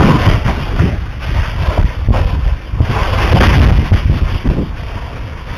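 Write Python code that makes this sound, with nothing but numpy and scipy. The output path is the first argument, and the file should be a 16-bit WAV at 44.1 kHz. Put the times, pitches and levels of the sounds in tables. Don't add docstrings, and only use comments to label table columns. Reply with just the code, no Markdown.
import sys
import numpy as np
from scipy import signal
from scipy.fft import rfft, irfft, next_fast_len
from scipy.io import wavfile
from scipy.ndimage import uniform_filter1d

SR = 44100
rng = np.random.default_rng(int(sys.argv[2]) if len(sys.argv) > 2 else 0)


def transcribe(signal):
    frames = np.atleast_2d(signal).T
    limited = np.clip(frames, -1, 1)
    pcm = np.round(limited * 32767).astype(np.int16)
    wavfile.write(sys.argv[1], SR, pcm)


N = 245637
T = np.arange(N) / SR
CAMERA_RATE_HZ = 8000
FFT_SIZE = next_fast_len(N, True)
BINS_HZ = np.maximum(np.arange(FFT_SIZE // 2 + 1) * SR / FFT_SIZE, 1)

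# pitch_hz, level_db
HISS_TONE = [(150, -0.5), (400, -15), (900, -4.5), (1500, -3), (2100, -3), (2800, -3), (3400, -4),
             (4000, -6.5)]


def steam_jets(hiss_db, roar_db):
    # pitch_hz, level_db
    roar_tone = [(120, -22), (280, 0), (520, 3.5), (720, 2), (1100, 1.5), (1500, -8.5), (2500, -37),
                 (4000, -35)]
    sputter = wander(per_s=70)
    hiss = noise(HISS_TONE) * gain(hiss_db + 4.5 + 0.82 * sputter)
    roar = steady(noise(roar_tone), span_s=0.036) * gain(roar_db - 4.5 + 1.33 * sputter)
    return hiss + roar


def steam_levels():
    # start_s, rise_s, hold_s, fade_db_per_s, hiss_db, roar_db
    surges = [(0.0, 0.003, 0.28, 82, -23, -14), (0.286, 0.013, 0.019, 150, -30.5, -16),
              (0.43, 0.041, 0.023, 69, -28.5, -21.5), (0.553, 0.062, .15, 50, -36, -29.5),
              (0.753, 0.011, 0.12, 95, -32, -25.5), (1.192, 0.042, 0.058, 43, -32.5, -29),
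              (1.302, 0.077, 0.073, 52, -29.5, -26), (1.536, 0.11, .16, 69, -31, -22.5),
              (2.1, 0.046, 0.047, 105, -29, -19.5), (2.252, 0.018, .03, 115, -34, -25),
              (2.439, 0.013, 0.024, 122, -35, -29.5), (2.77, 0.16, 0.11, 18, -26.5, -18.5),
              (3.117, 0.088, 0.2, 51, -24, -14), (3.399, 0.0039, 0.013, 104, -14.5, -28),
              (3.513, 0.023, 0.091, 42, -23.5, -22.5), (3.918, 0.018, 0.023, 119, -26, -22.5),
              (4.064, 0.083, 0.022, 67, -32.5, -27), (4.23, 0.042, 0.1, 130, -32.5, -28),
              (4.435, 0.042, 0.008, 125, -33, -22), (4.727, .04, 0.41, 37, -39.5, -32.5),
              (5.451, 0.061, .06, 50, -33, -28.5)]
    hiss_power, roar_power = gain(-40.5) ** 2, gain(-33.5) ** 2
    for start_s, rise_s, hold_s, fade_db_per_s, hiss_db, roar_db in surges:
        flow = swell(start_s, rise_s, hold_s, fade_db_per_s)
        hiss_power += (flow * gain(hiss_db)) ** 2
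        roar_power += (flow * gain(roar_db)) ** 2
    return 10 * np.log10(hiss_power), 10 * np.log10(roar_power)


def steam_blasts():
    # start_s, level_db, pitch_hz, decay_s
    pockets = [(0.002, -4, 1180, 0.063), (0.486, -8, 1030, 0.025), (0.791, -11, 1810, 0.026),
               (1.774, -4.5, 700, 0.015), (2.138, -8.5, 730, 0.06), (2.96, -7.5, 1070, 0.031),
               (3.323, -15, 510, 0.046), (3.358, -6, 789, 0.031), (3.405, 1, 494, 0.017),
               (3.612, -9, 585, 0.061), (4.499, -11.5, 517, 0.022), (4.566, -11, 520, 0.023)]
    out = np.zeros(N)
    for start_s, level_db, pitch_hz, decay_s in pockets:
        age_s = np.maximum(T - start_s, 0)
        loudness = (1 - np.exp(-age_s / 0.0005)) * np.exp(-age_s / max(decay_s, 0.005))
        burst = noise([(pitch_hz / 4, -6), (pitch_hz, 0), (pitch_hz * 4, -42)])
        out += gain(level_db - 7) * loudness * burst
    return out


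def lava_spatter(hiss_db, per_s, spread_db):
    hits = rng.random(N) < per_s / SR
    sizes = gain(spread_db * np.minimum(rng.exponential(size=N), 4))
    ticks = hits * sizes * rng.choice([-1, 1], N)
    return shape_tone(ticks, HISS_TONE) * gain(hiss_db - 2)


def heat_shimmer(sound, per_s, depth_db):
    thirds_below_top = np.clip(3 * np.log2(CAMERA_RATE_HZ / 2 / BINS_HZ), 0, 12)
    spectrum, out = rfft(sound, FFT_SIZE), np.zeros(N)
    for third in range(13):
        share = np.maximum(1 - np.abs(thirds_below_top - third), 0)
        band = irfft(spectrum * share, FFT_SIZE)[:N]
        out += band * gain(depth_db * wander(per_s))
    return out * np.std(sound) / np.std(out)


def add_echoes(sound):
    # delay_s, strength, drift_octaves
    echoes = [(.00238, -0.11, 0.05), (.0042, 0.24, 0.2496)]
    out = sound.copy()
    for delay_s, strength, drift_octaves in echoes:
        drifting_delay_s = delay_s * 2 ** (drift_octaves * wander(per_s=2))
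        out += strength * np.interp(T - drifting_delay_s, T, sound)
    return out


def wind(rumble_db, flutter_db):
    # pitch_hz, level_db
    rumble_tone = [(10, -15), (22, 0.5), (40, 3.5), (65, -1.5), (100, -6.5), (135, -17), (200, -27),
                   (400, -70), (900, -71)]
    # pitch_hz, level_db
    flutter_tone = [(60, -24), (120, 5), (190, 0), (280, -3.5), (420, -12), (700, -34.5), (1500, -51),
                    (4000, -52.5)]
    rumble = steady(noise(rumble_tone), span_s=0.044) * gain(rumble_db + 3 + 1.8 * wander(per_s=61))
    flutter = steady(noise(flutter_tone), span_s=0.038) * gain(flutter_db + 2)
    return rumble + flutter


def wind_levels():
    # time_s, rumble_db
    breeze = [(0, -10.5), (.4, -18), (.9, -17.5), (1.1, -22), (1.3, -16.5), (1.7, -15.5), (1.93, -24),
              (2.25, -15), (2.45, -13.5), (2.6, -25), (2.95, -15.5), (3.3, -10), (3.7, -6), (3.88, -16.5),
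              (4.3, -22.5), (4.8, -20), (5.05, -22.5), (5.57, -22.5)]
    # start_s, hold_s, rumble_db, flutter_db
    gusts = [(0.0, 0.14, -26, -7.5), (0.242, 0.11, -8.5, -19), (0.445, 0.032, -12.5, -14.5),
             (0.568, 0.023, -17, -20), (0.711, 0.036, -11, -24), (0.78, 0.061, -10.5, -10.5),
             (0.874, 0.058, -18, -23), (1.27, 0.039, -15.5, -27), (1.351, 0.012, -9.5, -38),
             (1.58, .025, -13, -34), (1.778, 0.033, -5.5, -25), (1.966, 0.027, -13.5, -44),
             (2.067, 0.044, -4, -22), (2.172, 0.034, -9, -37), (2.327, 0.029, -16, -25),
             (2.44, 0.03, -9, -28), (2.716, 0.025, -11.5, -29), (2.791, 0.03, -11.5, -26),
             (2.884, .02, -19, -20.5), (3.32, 0.37, -12.5, -14), (3.775, 0.041, -17, -17.5),
             (3.915, 0.017, -2.5, -19), (4.016, 0.065, -8.5, -28), (4.092, 0.052, -8.5, -18),
             (4.206, 0.043, -9, -23.5), (4.311, .03, -11, -24), (4.443, 0.054, -11.5, -12.5),
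             (4.559, 0.05, -17, -15), (4.95, 0.01, -23, -30)]
    rumble_power = gain(np.interp(T, *np.transpose(breeze))) ** 2
    flutter_power = gain(-37) ** 2
    for start_s, hold_s, rumble_db, flutter_db in gusts:
        force = swell(start_s, rise_s=0.011, hold_s=hold_s, fade_db_per_s=254)
        rumble_power += (force * gain(rumble_db)) ** 2
        flutter_power += (force * gain(flutter_db)) ** 2
    return 10 * np.log10(rumble_power), 10 * np.log10(flutter_power)


def add_wind_thumps(air, rumble_db):
    # time_s, level_db, half_length_s
    hard_swirls = [(0.273, 8.5, 0.0024), (0.284, 7, 0.0023), (0.345, 3, 0.0032), (0.803, 2.5, .0028),
                   (0.842, 3, 0.002), (1.686, 2.5, 0.0045), (1.79, 4.5, 0.0038), (1.845, 6.5, 0.005),
                   (2.087, 8, 0.0035), (2.106, 9.5, 0.0036), (2.257, 3, 0.0063), (2.465, 4, 0.0062),
                   (2.524, 0, 0.005), (2.805, 10, 0.0032), (3.34, 11, 0.0035), (3.349, 5.5, 0.0021),
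                   (3.398, 7.5, 0.0051), (3.479, 8, 0.00374), (3.547, 1, .0025), (3.605, 10, 0.0032),
                   (3.659, 7, 0.004), (3.716, 9, 0.0042), (3.788, 7, 0.0037), (3.919, 11, 0.0035),
                   (4.057, 3.5, 0.0049), (4.098, 4, 0.0027), (4.258, 1, 0.0055), (4.49, 4, 0.0057)]
    out = air.copy()
    for time_s, level_db, half_length_s in stray_swirls(rumble_db) + hard_swirls:
        centre = int(time_s * SR)
        near = slice(max(centre - SR // 20, 0), centre + SR // 20)
        offset = (T[near] - time_s) / half_length_s
        flip = -np.tanh(1.76 * offset) * np.exp(-offset ** 2 / 2)
        rebound = 0.38 * np.exp(-2 * (offset - 2.4) ** 2)
        calm = 1 - 0.71 * np.exp(-(offset / 3.74) ** 2)
        out[near] = out[near] * calm + gain(level_db + 1.5) * (flip + rebound)
    return out


def stray_swirls(rumble_db, per_s=6):
    lateness, widths = rng.random((128, 2)).T
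    times_s = (np.arange(len(lateness)) + lateness) / per_s
    return [(time_s, rumble_db[int(time_s * SR)] + 6.5, 0.0031 * 2 ** (width - 0.5))
            for time_s, width in zip(times_s, widths) if time_s < T[-1]]


def gain(db):
    return 10 ** (np.asarray(db) / 20)


def shape_tone(sound, tone):
    pitch_hz, level_db = np.transpose(tone)
    curve = gain(np.interp(np.log(BINS_HZ), np.log(pitch_hz), level_db))
    curve *= BINS_HZ < CAMERA_RATE_HZ / 2
    shaped = irfft(rfft(sound, FFT_SIZE) * curve, FFT_SIZE)[:N]
    return shaped / np.std(shaped)


def noise(tone):
    return shape_tone(rng.standard_normal(N), tone)


def wander(per_s):
    step = int(SR / per_s)
    targets = rng.standard_normal(4096)
    return 1.57 * uniform_filter1d(targets[np.arange(N) // step], step)


def steady(sound, span_s):
    power = np.abs(signal.hilbert(sound, next_fast_len(N))[:N]) ** 2 / 2
    span = int(span_s * SR)
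    return sound / np.sqrt(uniform_filter1d(uniform_filter1d(power, span), span))


def swell(start_s, rise_s, hold_s, fade_db_per_s):
    age_s = T - start_s
    rise = np.clip(age_s / rise_s, 0, 1)
    return rise * gain(-fade_db_per_s * np.maximum(age_s - rise_s - hold_s, 0))


def pass_filter(sound, hz, kind, order):
    return signal.sosfilt(signal.butter(order, hz, kind, fs=SR, output="sos"), sound)


def scene():
    hiss_db, roar_db = steam_levels()
    jets = heat_shimmer(steam_jets(hiss_db, roar_db), per_s=20, depth_db=1.7)
    shore = add_echoes(jets + steam_blasts() + lava_spatter(hiss_db, per_s=250, spread_db=1.5))
    rumble_db, flutter_db = wind_levels()
    air = add_wind_thumps(wind(rumble_db, flutter_db), rumble_db)
    return (shore + air)[None]


def record(dry):
    limit, sharpness, leak = 0.93, 16, 0.06
    squeeze = (1 + np.abs(dry[0] / limit) ** sharpness) ** (1 / sharpness)
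    flattened = dry[0] * (leak + (1 - leak) / squeeze)
    sagging = pass_filter(flattened, hz=63.8, kind="highpass", order=1)
    dull = pass_filter(sagging, hz=3630, kind="lowpass", order=10)
    sample_times_s = np.arange(N * CAMERA_RATE_HZ // SR + 1) / CAMERA_RATE_HZ
    samples = np.clip(np.interp(sample_times_s, T, dull), -1, 1)
    gritty = np.interp(T, sample_times_s, samples)
    top_hz = 14600
    treble_cut = signal.ellip(8, 0.2, 70, top_hz, fs=SR, output="sos")
    return signal.sosfilt(treble_cut, gritty)[None]


dry = scene()
out = record(dry)
transcribe(out)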